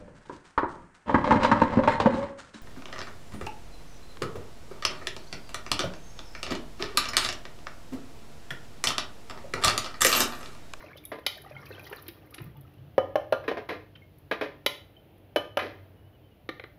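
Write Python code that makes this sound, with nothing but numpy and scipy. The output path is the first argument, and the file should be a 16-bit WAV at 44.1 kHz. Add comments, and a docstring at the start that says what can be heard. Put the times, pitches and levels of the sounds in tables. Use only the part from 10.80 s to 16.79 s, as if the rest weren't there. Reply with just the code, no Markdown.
"""Wet slaps and plops first: a wooden spatula stirs meat and thin gravy in a thick aluminium pot.
It then raps the rim and is laid down. Decaying modes and noise make each blow; the hob plate hums below.
Gravy is made of beating tones and noise bursts, the scrape of friction noise through the pot modes.
A small tiled kitchen answers; the small microphone has a deep dip near 8 kHz.
Behind lie room air in flickering noise bands, a wavering hum and a far bird's gliding whistle."""
import sys
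import numpy as np
from scipy import signal
from scipy.fft import rfft, irfft
from scipy.io import wavfile
from scipy.ndimage import uniform_filter1d

SR = 44100
rng = np.random.default_rng(int(sys.argv[2]) if len(sys.argv) > 2 else 0)


def ratio_of_db(decibels):
    """Turn decibels (scalar or array-like) into linear amplitude factors; 0 dB maps to 1."""
    return 10 ** (np.asarray(decibels, float) / 20)


def dump_mix(stems):
    """Bounce the given channels to the path in sys.argv[1] as a 16-bit WAV at rate SR."""
    frames = np.atleast_2d(stems).T  # one column per channel
    limited = np.clip(frames, -1, 1)  # hard clip at full scale
    pcm = np.round(limited * 32767).astype(np.int16)
    wavfile.write(sys.argv[1], SR, pcm)


N = 263995
TIME = np.arange(N) / SR

# Background: colour of the room air: pitch_hz [Hz], level_db [dB, relative]
AIR_COLOUR = [(12, -45), (20, -33.5), (41, -10.5), (96, -7), (248, -18), (270, -19.5), (301, -15),
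              (660, -20), (802, -24.5), (1090, -31.5), (2390, -34.5), (2990, -34), (6540, -54.5),
              (8300, -63.5), (10200, -50), (13200, -45), (16000, -38)]
# Resonances of the hum: pitch_hz [Hz], width_hz [Hz, t60 = 3.1 / width], level_db [dB before wavering]
HUM_TONES = [(96.6, 7.9, -58.5), (299.6, 25, -67), (13100, 200, -91)]
# Far bird, one note a row: start_s [s], length_s [s], from_hz [Hz], to_hz [Hz]
BIRD_NOTES = [(5.162, 0.058, 2920, 2930), (5.223, 0.077, 2890, 3030), (5.328, 0.043, 3010, 2910),
              (5.427, 0.062, 3130, 3030), (5.506, 0.035, 2940, 2840)]
# Hob plate hums as the pot shifts: start_s [s], level_db [dB], fade_t60_s [s]
HOB_SWELLS = [(.72, -48, 0.85), (1.6, -34, 0.53), (1.97, -50, 1.5)]

# Place: reverberation of the kitchen: pitch_hz [Hz], t60_s [s]
KITCHEN_T60 = [(150, 0.36), (500, 0.39), (2000, 0.39), (6000, 0.33), (12000, 0.35)]
# Microphone response at the pot: pitch_hz [Hz], gain_db [dB]
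MICROPHONE_RESPONSE = [(60, -22), (200, -8.5), (290, -0.57), (5500, 3.5), (7000, -10), (8300, -33.5),
                       (9300, -10.5), (10500, -0.5), (16000, -3)]

# Stirring effort: time_s [s], level_db [dB]
STIR_EFFORT = [(0.0, 2), (.3, -16.5), (.67, -3), (1.15, 1.5), (1.32, -12.5), (1.6, -10), (1.8, -19),
               (2.15, -19)]
# Gravy plops: start_s [s], level_db [dB], pitch_hz [Hz]
GRAVY_PLOPS = [(.04, -40, 584), (.063, -46.5, 2520), (.156, -41.5, 570), (.181, -43.5, 3560),
               (.239, -47, 2340), (.254, -44, 3700), (.568, -41, 630), (.71, -38, 592), (.765, -37.5, 2130),
               (.866, -42.5, 2480), (.905, -32.5, 483), (.919, -46.5, 4260), (.949, -43.5, 3000),
               (.995, -38, 2420), (1.06, -49, 4200), (1.067, -39.5, 1920), (.98, -50, 585),
               (1.094, -45, 870), (1.183, -50, 3630), (1.127, -33.5, 433), (1.168, -46, 4030),
               (1.263, -45, 297), (1.284, -37.5, 336), (1.581, -41.5, 308), (1.599, -38, 334)]
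# Faint metal pings: start_s [s], level_db [dB], pitch_hz [Hz]
METAL_PINGS = [(.106, -53, 1676), (.166, -48, 3040), (.749, -53.5, 3100), (.815, -56, 5400),
               (1.754, -52, 888), (3.153, -48, 3100), (3.219, -53, 2160), (4.166, -51.5, 3055)]
# Wet slaps, broad bursts: start_s [s], level_db [dB], centre_hz [Hz]
WET_SLAPS = [(.003, -26, 1120), (.112, -27, 945), (.172, -33.5, 3600), (.71, -30.5, 1200),
             (.855, -35, 3350), (1.04, -36, 5500), (1.069, -33, 3170), (1.125, -15.5, 1400),
             (1.263, -35, 2330), (1.282, -22.5, 2430), (1.539, -24.5, 2220), (1.58, -22.5, 1850),
             (1.601, -22, 1070), (1.78, -38, 790), (3.155, -31, 1850)]
# Tiny drops bursting: start_s [s], level_db [dB], pitch_hz [Hz]
DROP_TICKS = [(.172, -41.5, 11900), (.2384, -48, 12600), (.252, -27, 11000), (.5741, -40, 13800),
              (.8894, -43, 13400), (.9941, -44, 11800), (1.0331, -43, 13700), (1.067, -41, 13150),
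              (1.0989, -36.5, 13600), (1.1308, -40.5, 10600), (1.1618, -39, 12800), (1.2236, -37, 13300),
              (1.281, -28.5, 13440), (1.508, -43, 11450), (1.5446, -27, 8760), (1.6182, -40, 13100),
              (1.6422, -42, 13700), (1.7704, -48, 14000), (1.8098, -43, 12700), (3.3844, -48, 10900),
              (4.381, -56, 11500)]

# Modes of the pot; the last column colours the laying-down taps on the counter, another object: pitch_hz [Hz],
# t60_s [s, before damping], then relative levels before the tilt of each blow: rap_db [dB, rapped flat],
# clank_db [dB, clanked by the edge], jolt_db [dB, jolted], tap_db [dB, tapped lightly]
POT_MODES = [(107.6, 0.282, -6.5, -21.5, -19, -2), (329.2, 0.46, -18.5, -28, -8.5, -22),
             (355.5, 0.29, -30.5, -30.5, -26, -4), (444.6, 0.12, -9.5, -6, 0.5, 2.5),
             (493.8, 0.24, -5.5, -13.5, 0.5, -6), (558.3, 0.22, -1.5, -53, -3, -15.5),
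             (572, 0.047, 5.5, 2, -20.5, -26), (644, 0.024, 4.5, -27.5, 5, -10),
             (748, 0.13, -6, -11.5, -10, -7), (953, 0.047, -2.5, -7, -8.5, -18),
             (1031, 0.16, -14, -13.5, -7.5, -14.5), (1211, 0.22, -11.5, -13.5, -11, -3.5),
             (1400, 0.11, -12, -7.5, -13.5, -4.5), (1586, 0.13, -18, -37, -10.5, -2.5),
             (1668, 0.025, -10.5, -31.5, -5, -9), (1850, 0.092, -30, -12.5, -11, 0),
             (2058, 0.064, -24, 2, -9.5, 1.5), (2321, 0.041, -14, 2, -15, 2),
             (2520, 0.028, -19, 1, -11, -21), (2675, 0.015, -20.5, -13, -34, -15.5),
             (3010, 0.2, -17.5, -2.5, -21.5, -15.5), (3086, 0.21, -23.5, -2, -51.5, -14.5),
             (3170, 0.086, -39, 5, -22, -11), (3386, 0.0058, -21.5, 2.5, -24, -7),
             (3920, 0.12, -42, -2, -22.5, -9.5), (3985, 0.057, -32.5, -11.5, -37, -13),
             (4090, .12, -38.5, -16.5, -34, -8.5), (4462, 0.1, -47, -6, -41, -33),
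             (4970, 0.058, -36, -7.5, -43.5, -56), (6300, 0.038, -42, -15.5, -50, -37.5),
             (5960, 0.048, -34, -9, -41, -27.5)]
# Blows, a table for each kind: start_s [s], level_db [dB], tilt_db [dB per octave], chatter_s [s]
# Flat raps
RAP_BLOWS = [(2.18, -18.5, -1.1, 0.0025), (2.356, -21, 0.3, 0.0035), (2.524, -21.5, 0.54, 0.0073),
             (4.56, -23, 3.5, 0.01), (4.771, -22, 3, 0.0031)]
# Clanks by the edge, same columns: start_s [s], level_db [dB], tilt_db [dB per octave], chatter_s [s]
CLANK_BLOWS = [(.464, -29.5, 1, 0.00043), (3.862, -27, 0.051, 0.0025)]
# Jolts of the pot, same columns: start_s [s], level_db [dB], tilt_db [dB per octave], chatter_s [s]
JOLT_BLOWS = [(.317, -34.5, -0.2, .025), (.386, -46.5, 0.078, 0.0062), (2.639, -45, -0.45, 0.024),
              (2.679, -28, 0.94, 0.019), (2.713, -31.5, -1.8, 0.013), (2.77, -31, -2.4, 0.022),
              (2.889, -31, 1.65, 0.036), (3.512, -26, 1.36, 0.02), (3.611, -28.5, 1.04, 0.031),
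              (4.79, -31, 2.1, 0.053)]
# Light laying-down taps, same columns: start_s [s], level_db [dB], tilt_db [dB per octave], chatter_s [s]
TAP_BLOWS = [(5.69, -31, .3, 0.0037), (5.797, -37.5, -1.2, 0.001), (5.839, -38.5, -1.9, .0012)]


def unit(x):
    """Scale to rms 1."""
    return x / np.sqrt(np.mean(x ** 2))


def shape(x, points):
    """Colour a sound by (Hz, dB) points with a causal response made from the cepstrum."""
    hz, db = np.transpose(points)
    size = 4096
    grid_hz = np.maximum(np.fft.rfftfreq(size, 1 / SR), 1)
    gain = ratio_of_db(np.interp(np.log(grid_hz), np.log(hz), db))
    cepstrum = irfft(np.log(gain))
    # folding the cepstrum onto positive times gives minimum phase
    cepstrum[1:size // 2] *= 2
    cepstrum[size // 2 + 1:] = 0
    response = irfft(np.exp(rfft(cepstrum)))
    return signal.fftconvolve(x, response)[:len(x)]


def band(x, lo_hz, hi_hz):
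    """Band-pass."""
    edges_hz = [lo_hz, min(hi_hz, 0.45 * SR)]
    return signal.sosfilt(signal.butter(2, edges_hz, "band", fs=SR, output="sos"), x)


def ring(x, hz, t60):
    """One decaying mode driven by x."""
    pole = np.exp(2j * np.pi * hz / SR - np.log(1000) / (t60 * SR))
    return signal.lfilter([1], [1, -pole], x).imag


def walk(rate):
    """Random levels held 1 / rate s and slewed twice; spread near 1."""
    hold = int(SR / rate)
    steps = np.repeat(rng.standard_normal(N // hold + 1), hold)
    return 1.5 * uniform_filter1d(uniform_filter1d(steps, hold), hold)[:N]


def add(out, start_s, grain):
    """Mix a grain into out from start_s on."""
    i = int(start_s * SR)
    out[i:i + len(grain)] += grain[:max(len(out) - i, 0)]


def air():
    """Room air: noise in octave bands that flicker a little, over a steady treble band."""
    noise = band(rng.standard_normal(N), 8000, 13000)
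    for hz in 30 * 2. ** np.arange(9):
        noise += ratio_of_db(1.1 * walk(5.3)) * band(rng.standard_normal(N), hz, 2 * hz)
    return ratio_of_db(-56.5) * unit(shape(noise, AIR_COLOUR))


def hum():
    """Wavering hum: narrow resonances driven by noise, each with its own drifting level."""
    out = np.zeros(N)
    for hz, width, db in HUM_TONES:
        tone = unit(ring(rng.standard_normal(N), hz, 3.1 / width))
        out += ratio_of_db(db + 2.5 * walk(3.3)) * tone
    return out


def bird():
    """A thin whistle outside: each note glides in an S and swells and fades."""
    out = np.zeros(N)
    for start_s, length_s, from_hz, to_hz in BIRD_NOTES:
        x = np.arange(int(length_s * SR)) / (length_s * SR)
        hz = from_hz + (to_hz - from_hz) * np.sin(np.pi * x / 2) ** 2
        swell = np.sqrt(np.sin(np.pi * x))
        add(out, start_s, swell * np.sin(2 * np.pi * np.cumsum(hz) / SR))
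    return np.sqrt(2) * ratio_of_db(-72) * out


def hob():
    """A low plate mode kept humming by small shifts of the pot."""
    plate_hz, plate_t60_s = 137.6, 1.4 / 5.5
    rest_db, attack_s = -64, 0.015
    swell = ratio_of_db(rest_db)
    for start_s, db, fade_t60_s in HOB_SWELLS:
        t = np.maximum(TIME - start_s, 0)
        swell = swell + ratio_of_db(db) * (1 - np.exp(-t / attack_s)) * np.exp(-np.log(1000) * t / fade_t60_s)
    return swell * unit(ring(rng.standard_normal(N), plate_hz, plate_t60_s))


def kitchen(rim, inside):
    """Dense tail of a small hard room, each octave band of noise dying at its own rate."""
    t = np.arange(SR // 2) / SR
    room_hz, room_t60 = np.transpose(KITCHEN_T60)
    tail = np.zeros(len(t))
    for hz in 100 * 2. ** np.arange(8):
        t60 = np.interp(np.log(hz), np.log(room_hz), room_t60)
        octave = band(rng.standard_normal(len(t)), hz / 2 ** 0.5, hz * 2 ** 0.5)
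        tail += octave * np.exp(-np.log(1000) * t / t60)
    # silent for 4 ms, then building up over 9.9 ms
    tail *= np.clip((t - 0.004) / 0.0099, 0, 1)
    tail /= np.sqrt(np.sum(tail ** 2))
    # the inside of the pot sends slightly more into the room
    send = ratio_of_db(-11) * rim + ratio_of_db(-10) * inside
    return rim + inside + signal.fftconvolve(send, tail)[:N]


def effort_db():
    """Stirring effort over time, silent after the last point."""
    time_s, level_db = np.transpose(STIR_EFFORT)
    return np.interp(TIME, time_s, level_db, right=-120)


def scrape():
    """The blade drags over the pot floor: uneven friction noise through damped pot modes."""
    drag = rng.standard_normal(N) ** 3 * ratio_of_db(2.3 * walk(44.33) + 1.9 * walk(11.09))
    pot = np.zeros(N)
    for hz, t60, *_, tap_db in POT_MODES:
        pot += ratio_of_db(tap_db) * unit(ring(drag, hz, 0.32 * t60))
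    coloured = shape(pot, [(300, 8.5), (1000, 12.5), (1900, 4), (3000, -6.5), (6000, 10)])
    return ratio_of_db(effort_db() - 56) * unit(coloured)


def blip(hz, cycles, glide, split):
    """A pair of close tones that beat and rise a little, fading by 1/e in the given cycles."""
    t = np.arange(int(6 * cycles / hz * SR)) / SR * hz / cycles  # in decay times
    phase = 2 * np.pi * cycles * t * (1 + glide * t / 2)
    detuned = phase * (1 + split * rng.standard_normal())
    envelope = np.exp(-t) * (1 - np.exp(-3.5 * t))
    return envelope * (np.sin(phase) + 0.83 * np.sin(detuned))


def plop(hz):
    """A gravy bubble or pocket of air pops; a higher plop rings for more cycles."""
    cycles = 4.34 * (hz / 624) ** 0.71
    return blip(hz, cycles, glide=0.006, split=0.09)


def ping(hz):
    """A faint metal ping: a longer-ringing pair of close tones."""
    return blip(hz, 19, glide=0.0024, split=0.025)


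def slap(hz):
    """A broad wet noise burst, two octaves wide."""
    t = np.arange(SR // 20) / SR
    burst = rng.standard_normal(len(t)) * t / 0.0067 * np.exp(-t / 0.0039)
    return band(band(burst, hz / 2, 2 * hz), hz / 2, 2 * hz)


def drop(hz):
    """A tiny drop bursts with a treble tick of fading noise."""
    t = np.arange(SR // 20) / SR
    return band(rng.standard_normal(len(t)) * np.exp(-t / 0.0048), 0.86 * hz, 1.29 * hz)


def scatter(grain, lo_hz, hi_hz, spread_db, count):
    """Grains at random times of the stirring, mostly small, now and then large."""
    out = np.zeros(N)
    for when, pitch, size in rng.random((count, 3)):
        gain = ratio_of_db(-spread_db * np.log(size + 0.018))
        hz = lo_hz * (hi_hz / lo_hz) ** pitch
        add(out, when * STIR_EFFORT[-1][0], gain * grain(hz))
    return out


def gravy():
    """Plops, pings, slaps and bursting drops, with smaller random ones and fizz following the stirring."""
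    out = np.zeros(N)
    layers = (GRAVY_PLOPS, plop), (METAL_PINGS, ping), (WET_SLAPS, slap), (DROP_TICKS, drop)
    for events, grain in layers:
        for start_s, db, hz in events:
            add(out, start_s, ratio_of_db(db) * grain(hz))
    # gains before the effort curve; scatter lifts the larger grains above them
    small = ratio_of_db(-63) * scatter(plop, 400, 3600, 6.9, count=700)
    small += ratio_of_db(-51) * scatter(slap, 700, 5000, 3.9, count=200)
    small += ratio_of_db(-62.5) * scatter(drop, 10500, 14000, 6.3, count=120)
    fizz = band(rng.standard_normal(N) * ratio_of_db(6.9 * walk(97)), 9000, 14000)
    return out + ratio_of_db(effort_db()) * (small + ratio_of_db(-66) * unit(fizz))


def blows(events, mode_db, damping, clatter_db, bounce, crack, tick_db, tick_db_per_tilt):
    """Each blow and its chatter ring the modes; crack and clatter share their colour, a tick lies above."""
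    out = np.zeros(N)
    t = np.arange(SR // 3) / SR
    modes_table = np.array(POT_MODES)
    hz, t60 = modes_table[:, :1], modes_table[:, 1:2] / damping
    split_hz = 20 + 0.008 * hz  # spread of a mode cluster
    for start_s, db, tilt_db, chatter_s in events:
        chance = rng.standard_normal((len(hz), 4))
        noise = rng.standard_normal((3, len(t)))
        colour_db = mode_db + tilt_db * np.log2(hz[:, 0] / 600)
        gain = ratio_of_db(colour_db[:, None] + 1.6 * chance[:, :1])
        # each mode is a cluster of close tones that beat, drawn anew per blow
        phase = 2 * np.pi * hz * (1 + 0.0061 * chance[:, 1:2]) * t
        split = phase[:, None] + 2 * np.pi * split_hz[:, None] * chance[:, 2:4, None] * t
        cluster = 0.48 * np.sin(phase) + 0.37 * np.sin(split).sum(axis=1)
        modes = (gain * np.exp(-np.log(1000) * t / t60) * cluster).sum(axis=0)
        # the contact bounces: a first push, then spiky little ones that die away
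        fade = np.exp(-t / np.clip(chatter_s, 1e-4, 0.1))
        push = bounce * noise[1] ** 3 * fade
        push[0] = 1
        push = push / np.sqrt(np.sum(push ** 2))
        # countless weak modes between the strong ones merge into a crack and a noisy clatter
        rough_fade = crack * np.exp(-t / 0.0042) + 0.3 * fade + 0.099 * np.exp(-t / 0.027)
        dense = ratio_of_db(27) * push + ratio_of_db(clatter_db) * noise[0] * rough_fade
        dense = shape(dense, np.c_[hz[:, 0], colour_db])
        dense = band(band(dense, 310, 14000), 310, 14000)
        ringing = signal.fftconvolve(modes, push)[:len(t)]
        onset = 1 - np.exp(-t / 0.00076)
        add(out, start_s, ratio_of_db(db) * (ringing + dense) * onset)
        # a harder, brighter contact ticks louder
        tick_fade = np.exp(-t / 0.0016) + 0.2 * fade + 0.026 * np.exp(-t / 0.046)
        tick = band(noise[2] * tick_fade, 10280, 13300)
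        add(out, start_s, ratio_of_db(db + tick_db + tick_db_per_tilt * tilt_db) * tick)
    return out


def spatula():
    """Pot raps, clanks and jolts, then laying-down taps: one mode table, different levels and damping."""
    rap_db, clank_db, jolt_db, tap_db = np.transpose(POT_MODES)[2:]
    out = blows(RAP_BLOWS, rap_db, damping=1.04, clatter_db=13.5, bounce=0.019, crack=1.0,
                tick_db=-18.5, tick_db_per_tilt=2.5)
    out += blows(CLANK_BLOWS, clank_db, damping=1.39, clatter_db=16.5, bounce=0.019, crack=0.9,
                 tick_db=2.0, tick_db_per_tilt=1.5)
    out += blows(JOLT_BLOWS, jolt_db, damping=1.79, clatter_db=20, bounce=0.037, crack=0.62,
                 tick_db=-24.5, tick_db_per_tilt=7)
    out += blows(TAP_BLOWS, tap_db, damping=3.9, clatter_db=11, bounce=0.018, crack=0.96,
                 tick_db=-30, tick_db_per_tilt=2)
    return out


def scene():
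    """Spatula and gravy ring the room and pass the microphone dip; hob and background come on top."""
    background = air() + hum() + bird()
    near = kitchen(rim=spatula(), inside=gravy() + scrape())
    mix = background + hob() + shape(near, MICROPHONE_RESPONSE)
    return mix[None]  # one channel


def roll_off(x):
    """The treble ends steeply here."""
    return signal.sosfilt(signal.butter(12, 16540, fs=SR, output="sos"), x)


def record(dry):
    """The recorder trims the deep bass and the very top."""
    low_cut = signal.butter(3, 39.7, "high", fs=SR, output="sos")
    top_cut = signal.ellip(6, 0.5, 30, 15540, fs=SR, output="sos")
    mix = signal.sosfilt(top_cut, signal.sosfilt(low_cut, dry))
    return roll_off(mix)


dry = scene()
out = record(dry)
dump_mix(out)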